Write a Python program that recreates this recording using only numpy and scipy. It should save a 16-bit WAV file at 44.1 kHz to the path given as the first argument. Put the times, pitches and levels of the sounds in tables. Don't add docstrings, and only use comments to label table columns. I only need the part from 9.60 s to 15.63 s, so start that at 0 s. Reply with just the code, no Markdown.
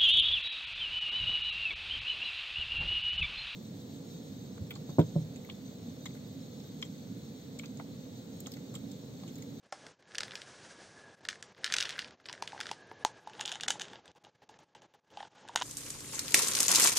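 import sys
import numpy as np
from scipy import signal
from scipy.fft import rfft, irfft
from scipy.io import wavfile
from scipy.ndimage import uniform_filter1d

SR = 44100
rng = np.random.default_rng(int(sys.argv[2]) if len(sys.argv) > 2 else 0)


def linear_from_db(decibels):
    return 10 ** (np.asarray(decibels, float) / 20)


def unload_wav(signal):
    wavfile.write(
        sys.argv[1],
        SR,
        np.round(np.clip(np.atleast_2d(signal).T, -1, 1) * 32767).astype(np.int16),
    )


N = 265923


def at(table, column):
    rows = np.array(table)
    return np.interp(np.arange(N) / SR, rows[:, 0], rows[:, column])


def colour(x, points):
    hz, db = np.transpose(points)
    f = np.fft.rfftfreq(len(x), 1 / SR) + 1
    gain_db = np.interp(np.log(f), np.log(hz), db)
    y = irfft(rfft(x) * linear_from_db(gain_db), len(x))
    return y / np.std(y)


def response(points):
    hz, db = np.transpose(points)
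    f = np.fft.rfftfreq(2048, 1 / SR) + 1
    gain_db = np.interp(np.log(f), np.log(hz), db)
    cepstrum = irfft(np.log(linear_from_db(gain_db)))
    cepstrum[1:1024] *= 2
    cepstrum[1025:] = 0
    return irfft(np.exp(rfft(cepstrum)))[:512]


def walk(rate_hz):
    hold = int(SR / rate_hz)
    levels = np.repeat(rng.standard_normal(N // hold + 1), hold)
    return uniform_filter1d(levels, hold)[:N]


def modes(hz, db, t60_s, phase_cycles):
    t = np.arange(2048)[:, None] / SR
    sines = np.sin(2 * np.pi * (hz * t + phase_cycles))
    y = (linear_from_db(db - 60 * t / t60_s) * sines).sum(axis=1)
    return y / np.abs(y).max()


def add(out, start_s, sound):
    i = max(int(start_s * SR), 0)
    out[i:i + len(sound)] += sound[:max(len(out) - i, 0)]


ROOM_T60_S, ROOM_DB = 0.14, -11


def room(x, db):
    t = np.arange(8192) / SR
    tail = colour(rng.standard_normal(8192), [(200, -17.5), (1500, -6.5), (6000, -5.0), (12000, -4.0)])
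    tail = tail * linear_from_db(-60 * t / ROOM_T60_S) * np.clip(t / 0.014, 0, 1)
    tail = tail / np.sqrt(np.sum(tail ** 2))
    return x + linear_from_db(db) * signal.fftconvolve(x, tail)[:N]


# hz, density_db (per Hz)
FAN_SPECTRUM = [(25, -39), (50, -20), (70, -4.5), (125, 0.5), (280, -3.5), (490, -1.5), (800, -6),
                (1400, -12), (2000, -14.5), (3000, -16), (6500, -22.5), (9000, -49), (15500, -56.5)]
# hz, density_db (per Hz)
DUCT_RESONANCE = [(1430, -21.5), (1600, 2), (1680, 5.5), (1760, -2.5), (1950, -27.5)]
# time_s, level_above_fan_db
WHISTLE_LEVEL = [(0, -16), (.8, -4), (.95, -10.5), (1.2, -8.5), (1.45, -3.5), (1.6, -8), (1.8, -15.5),
                 (2.4, -4), (2.5, -15), (2.7, -12), (2.8, -6), (3.1, -18), (3.2, -3.5), (3.6, -4.5),
                 (3.7, -15.5)]
# time_s, fan_db
FAN_LEVEL = [(0, -68), (.2, -61), (.3, -62), (.42, -70.5), (.6, -59.5), (1.5, -61.5), (2.0, -61.5),
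             (2.1, -60.5), (2.45, -59), (2.6, -63), (2.7, -61), (3.05, -57), (3.2, -61), (4.3, -58),
             (4.5, -64), (5.45, -66), (5.6, -64.5), (6.0, -61.5)]


def fan():
    hum = colour(rng.standard_normal(N), FAN_SPECTRUM)
    whistle_db = at(WHISTLE_LEVEL, 1) + 1.1 * walk(22)
    whistle = linear_from_db(whistle_db) * colour(rng.standard_normal(N), DUCT_RESONANCE)
    fan_db = at(FAN_LEVEL, 1) + 3.0 + 1.48 * walk(25)
    return linear_from_db(fan_db) * (hum + whistle)


# start_s, length_s, rub_db
STROKES_OF_HANDS = [(0.116, 0.17, -61.5), (0.448, 0.063, -87), (0.587, 0.035, -51.5), (0.886, 0.031, -61.5),
                    (1.045, 0.058, -62), (0.757, 0.66, -61.5), (1.485, 0.18, -69.5), (1.7, 0.058, -63.5),
                    (1.844, 0.046, -68.5), (2.102, 0.25, -52.5), (2.146, 0.13, -46), (2.38, 0.05, -75),
                    (2.66, 0.092, -67), (2.86, 0.09, -60), (3.072, 0.012, -56.5), (3.603, 0.11, -66),
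                    (3.812, 0.1, -52), (4.093, 0.22, -63.5), (4.346, 1, -74.5), (5.594, 0.021, -55.5),
                    (5.64, .3, -68), (5.98, .1, -51)]
STROKE_RISE_DB_S, STROKE_FALL_DB_S, RESTING_DB = 211, 150, -81.5


def hands():
    t, power = np.arange(N) / SR, linear_from_db(2 * RESTING_DB)
    for start_s, length_s, rub_db in STROKES_OF_HANDS:
        rise_db = STROKE_RISE_DB_S * np.maximum(start_s - t, 0)
        fall_db = STROKE_FALL_DB_S * np.maximum(t - start_s - length_s, 0)
        power = power + linear_from_db(2 * (rub_db - (rise_db + fall_db)))
    return 10 * np.log10(power)


# hz, density_db (per Hz)
SKIN_HISS = [(700, -9.5), (1500, 10.5), (2500, 3), (4000, 3), (6000, 5), (8000, -0.5), (10000, -5),
             (12000, -43), (15500, -41)]
# hz, density_db (per Hz)
SLIP_GRAINS = [(900, -3), (1650, 1.5), (2300, 0.5), (3300, 2), (5000, -22), (6900, -22.5), (9000, -27),
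               (12000, -42.5), (15500, -57.5)]
CUPPED_S = 2.9


def rub():
    db = hands()
    hiss = colour(rng.standard_normal(N), SKIN_HISS) * linear_from_db(2.3 * walk(30))
    slips = (rng.random(N) < 700 / SR) * linear_from_db(2.5 * rng.exponential(size=N))
    slip_decay = linear_from_db(-60 * np.arange(512) / SR / 0.044)
    slips = np.convolve(slips, slip_decay)[:N] * rng.standard_normal(N)
    share = np.clip((db + 58) / 10, 0, .85)
    hollow = colour(rng.standard_normal(N), [(620, -20.5), (860, 3), (1150, -22)]) * linear_from_db(3.9 * walk(45))
    hollow *= linear_from_db(-70 + .55 * (db + 59.5)) * (np.arange(N) / SR > CUPPED_S)
    friction = np.sqrt(1 - share) * hiss + np.sqrt(share) * colour(slips, SLIP_GRAINS)
    return hollow + linear_from_db(db) * friction


# pitch_hz, level_db, t60_s
SHELF_MODES = [(586, 7, 0.085), (800, -16, .05), (1080, 7, 0.054), (1340, 11.5, 0.025), (5100, 5, 0.032),
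               (5200, 5, 0.045), (5600, 1, 0.051), (6400, -15, 0.022)]


def shelf():
    out = np.zeros(N)
    add(out, .1238, linear_from_db(-27.5) * modes(*np.transpose(SHELF_MODES), 0))
    return out


# start_s, peak_db, pitch_hz, low_knock_relative_db
BASE_TAPS = [(0.124, -30, 778, -7.5), (4.155, -38, 850, -32), (2.823, -25.5, 920, -11),
             (2.93, -35, 855, -13), (3.113, -25.5, 878, -8), (3.314, -33.5, 894, 0.5),
             (3.4486, -14, 872, -14.5), (3.672, -33, 877, -32.5), (3.798, -35, 870, -30),
             (3.924, -38, 730, -23), (3.955, -37.5, 800, -13.5), (4.035, -44, 770, -14),
             (4.082, -32.5, 800, -29), (4.102, -29, 800, -34), (4.21, -38.5, 820, -23),
             (4.334, -41, 853, -8), (4.551, -44, 810, -15), (4.643, -54, 810, -16), (4.819, -53, 820, -10),
             (4.893, -44, 830, -11), (4.990, -49, 830, -11), (5.151, -45.5, 887, -28),
             (5.347, -58, 800, -20), (5.572, -33.5, 820, -40), (5.605, -34, 800, -32),
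             (5.629, -33.5, 870, -17), (5.893, -35, 925, -30), (5.959, -20, 926, -44),
             (2.946, -37, 890, -21), (2.962, -43, 800, -20), (4.667, -46.5, 830, -17),
             (5.2185, -55, 850, -13), (5.652, -41.5, 810, -9), (5.768, -57, 800, -19),
             (5.85, -45.5, 866, -22), (5.953, -36, 790, -30), (0.2671, -44, 434, -12),
             (6.029, -45, 900, -30), (6.012, -27, 990, -27), (6.02, -26, 960, -42),
             (2.688, -45.5, 1040, -27), (2.698, -40.5, 985, -25), (2.738, -45, 634, -18),
             (2.993, -40, 850, -22)]
NAIL = 2.23


def fingertips():
    out = np.zeros(N)
    t = np.arange(2048) / SR
    for start_s, peak_db, pitch_hz, knock_db in BASE_TAPS:
        soft = np.clip((-20 - peak_db) / 12, 0, 1)
        hz = np.array([pitch_hz, 825. + 45 * rng.standard_normal(), 420.,
                       pitch_hz * (0.757 + 0.3 * rng.random())])
        db = np.array([0, -24 + 10 * soft, knock_db, -9])
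        t60_s = np.array([0.016 + 0.014 * soft, 0.063 + 0.015 * soft, .02, .018])
        drum = modes(hz, db, t60_s, 0.24 * (1 - soft))
        drum *= np.clip(t / (.0002 + .0012 * soft), 0, 1)
        drum[2:12] += NAIL * (1 - soft) ** 2 * np.diff(np.hanning(11))
        add(out, start_s + 0.001095 - 0.00051 * soft, linear_from_db(peak_db + 3.0) * drum)
        settle_s = 0.017 * (.5 + rng.random())
        add(out, start_s + settle_s, linear_from_db(peak_db - 12) * soft * drum)
    return out


STRIKE = 9


def snap(part, t60_s):
    shake = rng.standard_normal(1536) * linear_from_db(-60 * np.arange(1536) / SR / t60_s)
    shake[0] = STRIKE
    burst = np.convolve(part, shake)
    return burst / np.sqrt(np.mean(burst[:60] ** 2))


# pitch_hz, level_db, t60_s
PANELS = [(1550, -8.5, 0.033), (1664, 5, .045), (2140, -6, 0.017), (2893, 2.5, 0.044), (3190, -9, 0.024),
          (3580, 9.5, 0.023), (4080, -4, 0.018), (4730, 0, 0.045), (7100, -11.5, 0.02), (7170, -10, .03)]
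PANELS_DB, PANEL_SCATTER_DB, PANEL_DETUNE = -5, 4.5, .03


def tick(parts, ring_db, edge_db):
    wall, ring, edge = parts
    hz, db, t60_s = np.transpose(PANELS)
    detune, size, phase = rng.standard_normal((3, len(hz)))
    tilt_db = np.where(hz < 2400, ring_db, np.where(hz > 6000, edge_db, 0))
    db = db + PANEL_SCATTER_DB * size + tilt_db
    sound = snap(wall, 0.015)
    sound = sound + linear_from_db(ring_db - 2.26) * snap(ring, 0.019)
    sound = sound + linear_from_db(edge_db - 3.5) * snap(edge, 0.023)
    panels = modes(hz * (1 + PANEL_DETUNE * detune), db, t60_s, phase)
    return sound + linear_from_db(PANELS_DB) * panels[:len(sound)]


# hz, density_db (per Hz)
WALL_SNAP = [(600, -43), (1800, -25.5), (2400, -1.5), (3400, 0.5), (4300, -2), (5200, -2), (6200, -14),
             (12000, -56)]
WALL_RING = [(500, -47), (1150, -8), (1400, 3.5), (1700, 8), (2100, 4.5), (2700, -15), (8000, -42)]
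WALL_EDGE = [(2000, -51), (4800, -15), (5800, -2), (6900, -5), (8200, -9.5), (10500, -20), (12500, -34.5),
             (15500, -51.5)]
# start_s, snap_db,
# ring_relative_db, edge_relative_db
WALL_TICKS = [(0.1242, -34.5, -2.5, 1.5), (0.2662, -41, 0.5, -4.5), (.5188, -49.5, 2, -17),
              (0.5482, -45.5, 12.5, 8), (0.5536, -31, -16, -9), (0.583, -23.5, -6, 1.5),
              (0.606, -25.5, -4.5, -3.5), (0.633, -29, -3.5, -6.5), (0.681, -43, 4, -15),
              (.709, -39, -3, -19), (.719, -36.5, -3, -13), (0.7546, -29, -10, -6),
              (0.818, -36.5, -5.5, -6), (1.6516, -38, 2, -4), (1.6875, -23.5, 1.5, -2),
              (1.7203, -50, 6, -6), (1.693, -39, -2, -3), (1.700, -37, -3.5, -4.5), (1.708, -52, -9, -6),
              (1.756, -51, 8, -6), (1.97, -64, -4.5, -16), (1.98, -56, 9.5, -15), (1.729, -42.5, 7.5, -4),
              (1.8263, -37.5, -1, 4), (1.948, -43.5, 3.5, -24), (.425, -56.5, 3, -4), (.455, -62, 5, -15),
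              (.475, -64, 7, -15), (.51, -55, 6, -5), (.527, -61, -5, -15), (.54, -55, 0, -14),
              (.658, -56, -6, -19), (.695, -51, -10, -12), (.735, -48, 7, -15), (.77, -61, -8, -10),
              (2.0437, -19, -7.5, -3), (2.062, -36.5, 4.5, -1), (2.07, -33, -0.5, -23),
                (2.101, -36.5, 6.5, -20.5), (2.1233, -21, -7, -2), (2.1393, -19, -2, 3),
                (2.1419, -22, -5.5, -10), (2.1659, -23.5, -6.5, 1.5), (2.1843, -20, -4.5, -3),
                (2.2036, -24.5, -5.5, -1.5), (2.208, -21.5, -15, -3), (2.2173, -39, 9, -18),
                (2.226, -20.5, -12, -7), (2.253, -32, -12, -19), (2.2927, -31, -5, -1),
                (2.3056, -30.5, -6, -4), (2.325, -41, -9, -17.5), (2.3558, -47, 10, -24),
                (2.3806, -43, 10, -25), (2.3914, -24.5, -5, -5.5), (2.4192, -34.5, -21, -31),
                (2.035, -49.5, 13, -26), (2.052, -39, 10, -15.5), (2.0775, -35, 3.5, -18),
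                (2.098, -45.5, -1.5, -19), (2.111, -46, 6, -18), (2.133, -38, -4.5, -14.5),
                (2.2568, -31, -10, -15), (2.272, -46, 11, -14), (2.285, -43, -7, -16), (2.299, -37, 1, -6),
                (2.314, -40, -4, -15), (2.327, -40, -5, -19), (2.362, -43, 6, -18), (2.388, -43.5, 6, -20),
                (2.409, -53, -11, -11), (2.425, -43, 6, -22.5), (2.476, -48, -3, -0.5),
                (2.483, -47, -8, -10), (2.523, -54.5, -0.5, -17), (2.6, -55, 10, -7), (2.643, -52, -1, -25),
                (2.4452, -35.5, -11, -31), (2.5086, -47.5, 2.5, -7),
              (2.6569, -33.5, -10, -19), (2.687, -32.5, -3, -17), (2.6963, -35.5, -1, -21),
                (2.728, -33.5, -8, 1), (2.8237, -30, -12, -0.5), (2.876, -31, -7, -6.5),
                (2.921, -42, 2, -21), (2.992, -47, 7, -17), (3.0036, -30, 0.5, -2.5),
                (3.0109, -29, 2.5, -6.5), (3.0338, -40, -10, -12), (2.662, -48.5, 2, 5),
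                (2.737, -46.5, 8, -10), (2.751, -51, 10, -10), (2.7777, -52, 10.5, -25),
                (2.978, -46, 9, -18), (3.09, -40.5, -1, -12), (3.093, -40.5, 5, -15), (3.13, -50, 1, -8),
                (3.146, -59, 5, -10), (3.057, -38.5, 2.5, -20), (3.068, -33.5, -0.5, -7),
                (3.114, -31, -8, 0.5), (3.314, -49.5, 9, -31), (3.4492, -29.5, -3, 12.5),
                (3.6747, -45, -1, -1), (3.6973, -46, -1, -4), (3.734, -44, -9, -7), (3.751, -46, -6, -23),
              (3.7954, -35.5, -2.5, -26), (3.8062, -38, -28, 6), (3.81, -26.5, -8, 4.5),
                (3.854, -28.5, -26.5, -29.5), (3.8578, -29.5, -14, 7), (3.878, -28, -11.5, -3),
                (3.885, -33, -14, -15), (3.893, -32.5, -12, -3), (3.909, -43, -3.5, -11.5),
                (3.9176, -28.5, -5.5, 3), (3.924, -30, -27.5, 3), (3.9396, -38, -28, -5),
                (3.9556, -35, -1.5, 3), (3.9996, -41.5, 5.5, -13.5), (4.009, -27.5, -18, -1),
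                (4.029, -42, -22.5, -19), (4.0345, -27, -6, 0.5), (4.081, -26.5, 2.5, 6.5),
                (4.0833, -22, -9.5, 6), (4.1051, -20.5, -3.5, 7.5), (4.118, -47, -23, 20),
                (3.8148, -41, -6, -3), (3.821, -42, -10, -8), (3.898, -44, -9.5, -10),
                (3.948, -37.5, -10, -3), (4.047, -46, -5, -4.5), (4.063, -47.5, 11.5, -10),
                (4.087, -39.5, -2.5, -4), (4.112, -48.5, -7, -4.5), (4.128, -40.5, -7, -1.5),
                (4.209, -38, 1, 1), (4.236, -48, -9, 8), (4.1966, -33.5, -4, 4.5), (4.213, -30.5, -8, -3),
                (4.218, -30, -4.5, 5.5), (4.2258, -52, -15, 14), (4.253, -41.5, -6, -4),
                (4.2828, -45, -1, 0), (4.3003, -50, -9, -26), (4.333, -41.5, 0, -4.5),
                (4.357, -41.5, -2, -23),
              (4.457, -50.5, 2, 4), (4.479, -46, -10, -2), (4.516, -50.5, -13, 2), (4.5505, -53, -10, 7),
                 (4.641, -56, -8, 6), (4.6486, -47.5, -4, -7), (4.8195, -59, -2, -12), (4.9414, -56, 7, -3),
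                 (4.9895, -55.5, -18, 9.5), (5.3385, -59, -4, 1), (5.347, -64, 0, -10),
                 (5.5036, -52, -13, -0.5), (5.539, -53, -10, -5), (5.65, -48.5, 0, -12),
                 (5.972, -47, -5, -3), (6.029, -35, -5, 4), (4.8914, -42.5, -12, 0.5),
                 (5.1497, -40.5, 1, -2), (5.2195, -53.5, -12, 7), (5.5723, -39, -23, -15),
                 (5.6038, -43.5, 6, -17), (5.628, -42, -2, -21), (5.782, -53.5, -22, -23),
                 (5.878, -49, 4, 1), (5.887, -39.5, -4, 0), (5.959, -17, -4, 3), (5.986, -44, -16, -10),
                 (6.001, -41, -7, 12), (6.014, -29.5, 0, -5), (6.021, -23, -6, -0.5)]
TICKS = WALL_TICKS
BOUNCE_S, BOUNCE_DB, BOUNCE_SCATTER_DB = .022, -25, 6.5
BOUNCE_RING_DB, BOUNCE_EDGE_DB = 0, -6.5


def pills():
    out = np.zeros(N)
    parts = [response(points) for points in (WALL_SNAP, WALL_RING, WALL_EDGE)]
    for (start_s, db, ring_db, edge_db), (late, size) in zip(TICKS, rng.random((len(TICKS), 2))):
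        add(out, start_s, linear_from_db(db - 4.5) * tick(parts, ring_db, edge_db))
        bounce_db = db + 2.5 + BOUNCE_DB + BOUNCE_SCATTER_DB * (2 * size - 1)
        bounce = linear_from_db(bounce_db) * tick(parts, BOUNCE_RING_DB, BOUNCE_EDGE_DB)
        add(out, start_s + BOUNCE_S * (.3 + late), bounce)
    return out


# closes_s, opens_s, depth_db
GATE_PAUSES = [(0, 0.03, -9.5), (0.076, 0.126, -11), (0.328, 0.394, -11), (1.558, 1.608, -10.5),
               (1.61, 1.633, -3.5), (1.933, 1.967, -9), (2.55, 2.575, -6), (3.601, 3.662, -4),
               (4.406, 4.459, -7), (4.522, 4.56, -12.5), (4.592, 4.639, -13.5), (4.705, 4.75, -12.5),
               (4.744, 4.78, -5), (4.766, 4.821, -14.5), (4.847, 4.895, -12.5), (4.986, 4.991, -11),
               (5.05, 5.153, -12), (5.193, 5.221, -6), (5.27, 5.339, -11.5), (5.365, 5.41, -5),
               (5.406, 5.447, -16.5), (5.45, 5.511, -10.5), (5.689, 5.731, -10.5), (5.729, 5.751, -6.5),
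               (2.558, 2.66, -6.5)]
SINK_S, SINK_SHARE = 0.0083, 0.092


def gate():
    t, db = np.arange(N) / SR, np.zeros(N)
    for closes_s, opens_s, depth_db in GATE_PAUSES:
        fall = (1 - SINK_SHARE) * np.clip((t - closes_s) / 0.0069 + 1.25, 0, 1)
        sink = 2 * SINK_SHARE * np.clip((t - closes_s) / SINK_S, 0, 1)
        db += depth_db * (fall + sink) * np.clip((opens_s - t) / 0.004, 0, 1)
    return linear_from_db(db * (1 + .3 * walk(60)))


# end_s, depth_db
ONSET_DIPS = [
    (1.684, -30),
    (1.823, -10),
    (4.076, -25),
    (4.636, -18),
    (4.888, -20),
    (4.983, -14),
    (5.147, -18),
    (5.213, -14),
    (5.955, -12),
]
ONSET_DIP_S = .008
DUCK_S, DUCK_OVER_DB, DUCK_PER_DB = .011, -40, -1


def duck():
    db, last_s = np.zeros(N), 0
    for start_s, tick_db, *_ in sorted(TICKS):
        if start_s - last_s > 2 * DUCK_S:
            dip = slice(int((start_s - DUCK_S) * SR), int(start_s * SR) - 200)
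            db[dip] = DUCK_PER_DB * max(tick_db - DUCK_OVER_DB, 0)
        last_s = start_s
    for end_s, depth_db in ONSET_DIPS:
        db[int((end_s - ONSET_DIP_S) * SR):int(end_s * SR)] += depth_db
    return linear_from_db(uniform_filter1d(db, size=40))


# hz, gain_db
BASE_COLOUR = [(640, 1), (830, 10.5), (1080, 3), (2400, -3), (3000, 3.5), (3600, 1.5), (4400, -5),
               (5900, -4.5), (6800, -0.5), (7500, -4), (8800, -5)]
TURN_S = 3.3
SPLIT_HZ = 1400


def scene():
    bottle = room(pills() + shelf(), ROOM_DB) + rub()
    turned = np.clip((np.arange(N) / SR - TURN_S) * 10, 0, 1)
    facing = np.convolve(bottle, response(BASE_COLOUR))[:N]
    bottle = (1 - turned) * bottle + turned * facing
    mono = bottle + room(fingertips(), ROOM_DB - 2) + fan()
    mono = mono * gate()
    lows = signal.sosfiltfilt(signal.butter(2, SPLIT_HZ, fs=SR, output="sos"), mono)
    mono = lows + (mono - lows) * duck()
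    return np.array([mono, mono])


BUSY_DB, SPRAY_DB = -69, -30


def treble_gate(x):
    hz, s, z = signal.stft(x, SR, nperseg=768)
    power = uniform_filter1d(np.abs(z) ** 2, size=14, axis=0, mode="nearest")
    limit_db = np.interp(hz, [6650, 7660, 10980, 12130, 15800], [-125, -96.5, -97.5, -84.0, -93.0])
    treble = power[hz > 2000].mean(axis=0)
    ease = np.minimum(uniform_filter1d(treble, size=5) / np.quantile(treble, .3), 1)
    audible = power > linear_from_db(2 * limit_db)[:, None] * ease
    kept = np.maximum.accumulate(audible[::-1], axis=0)[::-1]
    attack = treble > linear_from_db(15) * np.roll(treble, 2)
    spare = (ease < .8) & (np.interp(s * SR, np.arange(N), walk(35)) > .55)
    rising = treble > linear_from_db(9) * np.roll(treble, 1)
    busy = uniform_filter1d(1. * rising, size=5, origin=2) > 0
    busy &= treble > linear_from_db(2 * BUSY_DB)
    kept |= busy
    spray = rng.standard_normal(z.shape) + 1j * rng.standard_normal(z.shape)
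    steady = np.median([treble, np.roll(treble, 1), np.roll(treble, -1)], axis=0)
    z = z + linear_from_db(SPRAY_DB) * spray * busy * np.sqrt(steady) * (hz > 9500)[:, None]
    kept |= attack | (np.roll(attack, 1) | spare) & (hz < 12600)[:, None]
    return signal.istft(z * kept * (hz < 15800)[:, None], SR, nperseg=768)[1][:N]


def top_cut(x):
    return signal.sosfilt(signal.butter(12, 16480, fs=SR, output="sos"), x)


JOLT_DB = -32


def record(dry):
    mono = signal.sosfilt(signal.butter(1, 110, "high", fs=SR, output="sos"), dry[0])
    mono = treble_gate(mono)
    jolt = np.sqrt(uniform_filter1d(mono ** 2, size=1024).clip(0)) * rng.standard_normal(N)
    jolt = signal.sosfilt(signal.butter(2, 60, fs=SR, output="sos"), jolt)
    mono = mono + linear_from_db(JOLT_DB + 18.5) * jolt
    grit = linear_from_db(-13) * mono * uniform_filter1d(rng.standard_normal(N), size=48)
    grit = signal.sosfilt(signal.butter(6, 11500, fs=SR, output="sos"), grit)
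    grit = linear_from_db(2.0) * signal.lfilter([1, -.55], 1, grit)
    return top_cut(np.array([mono + grit, mono - grit]))


dry = scene()
out = record(dry)
unload_wav(out)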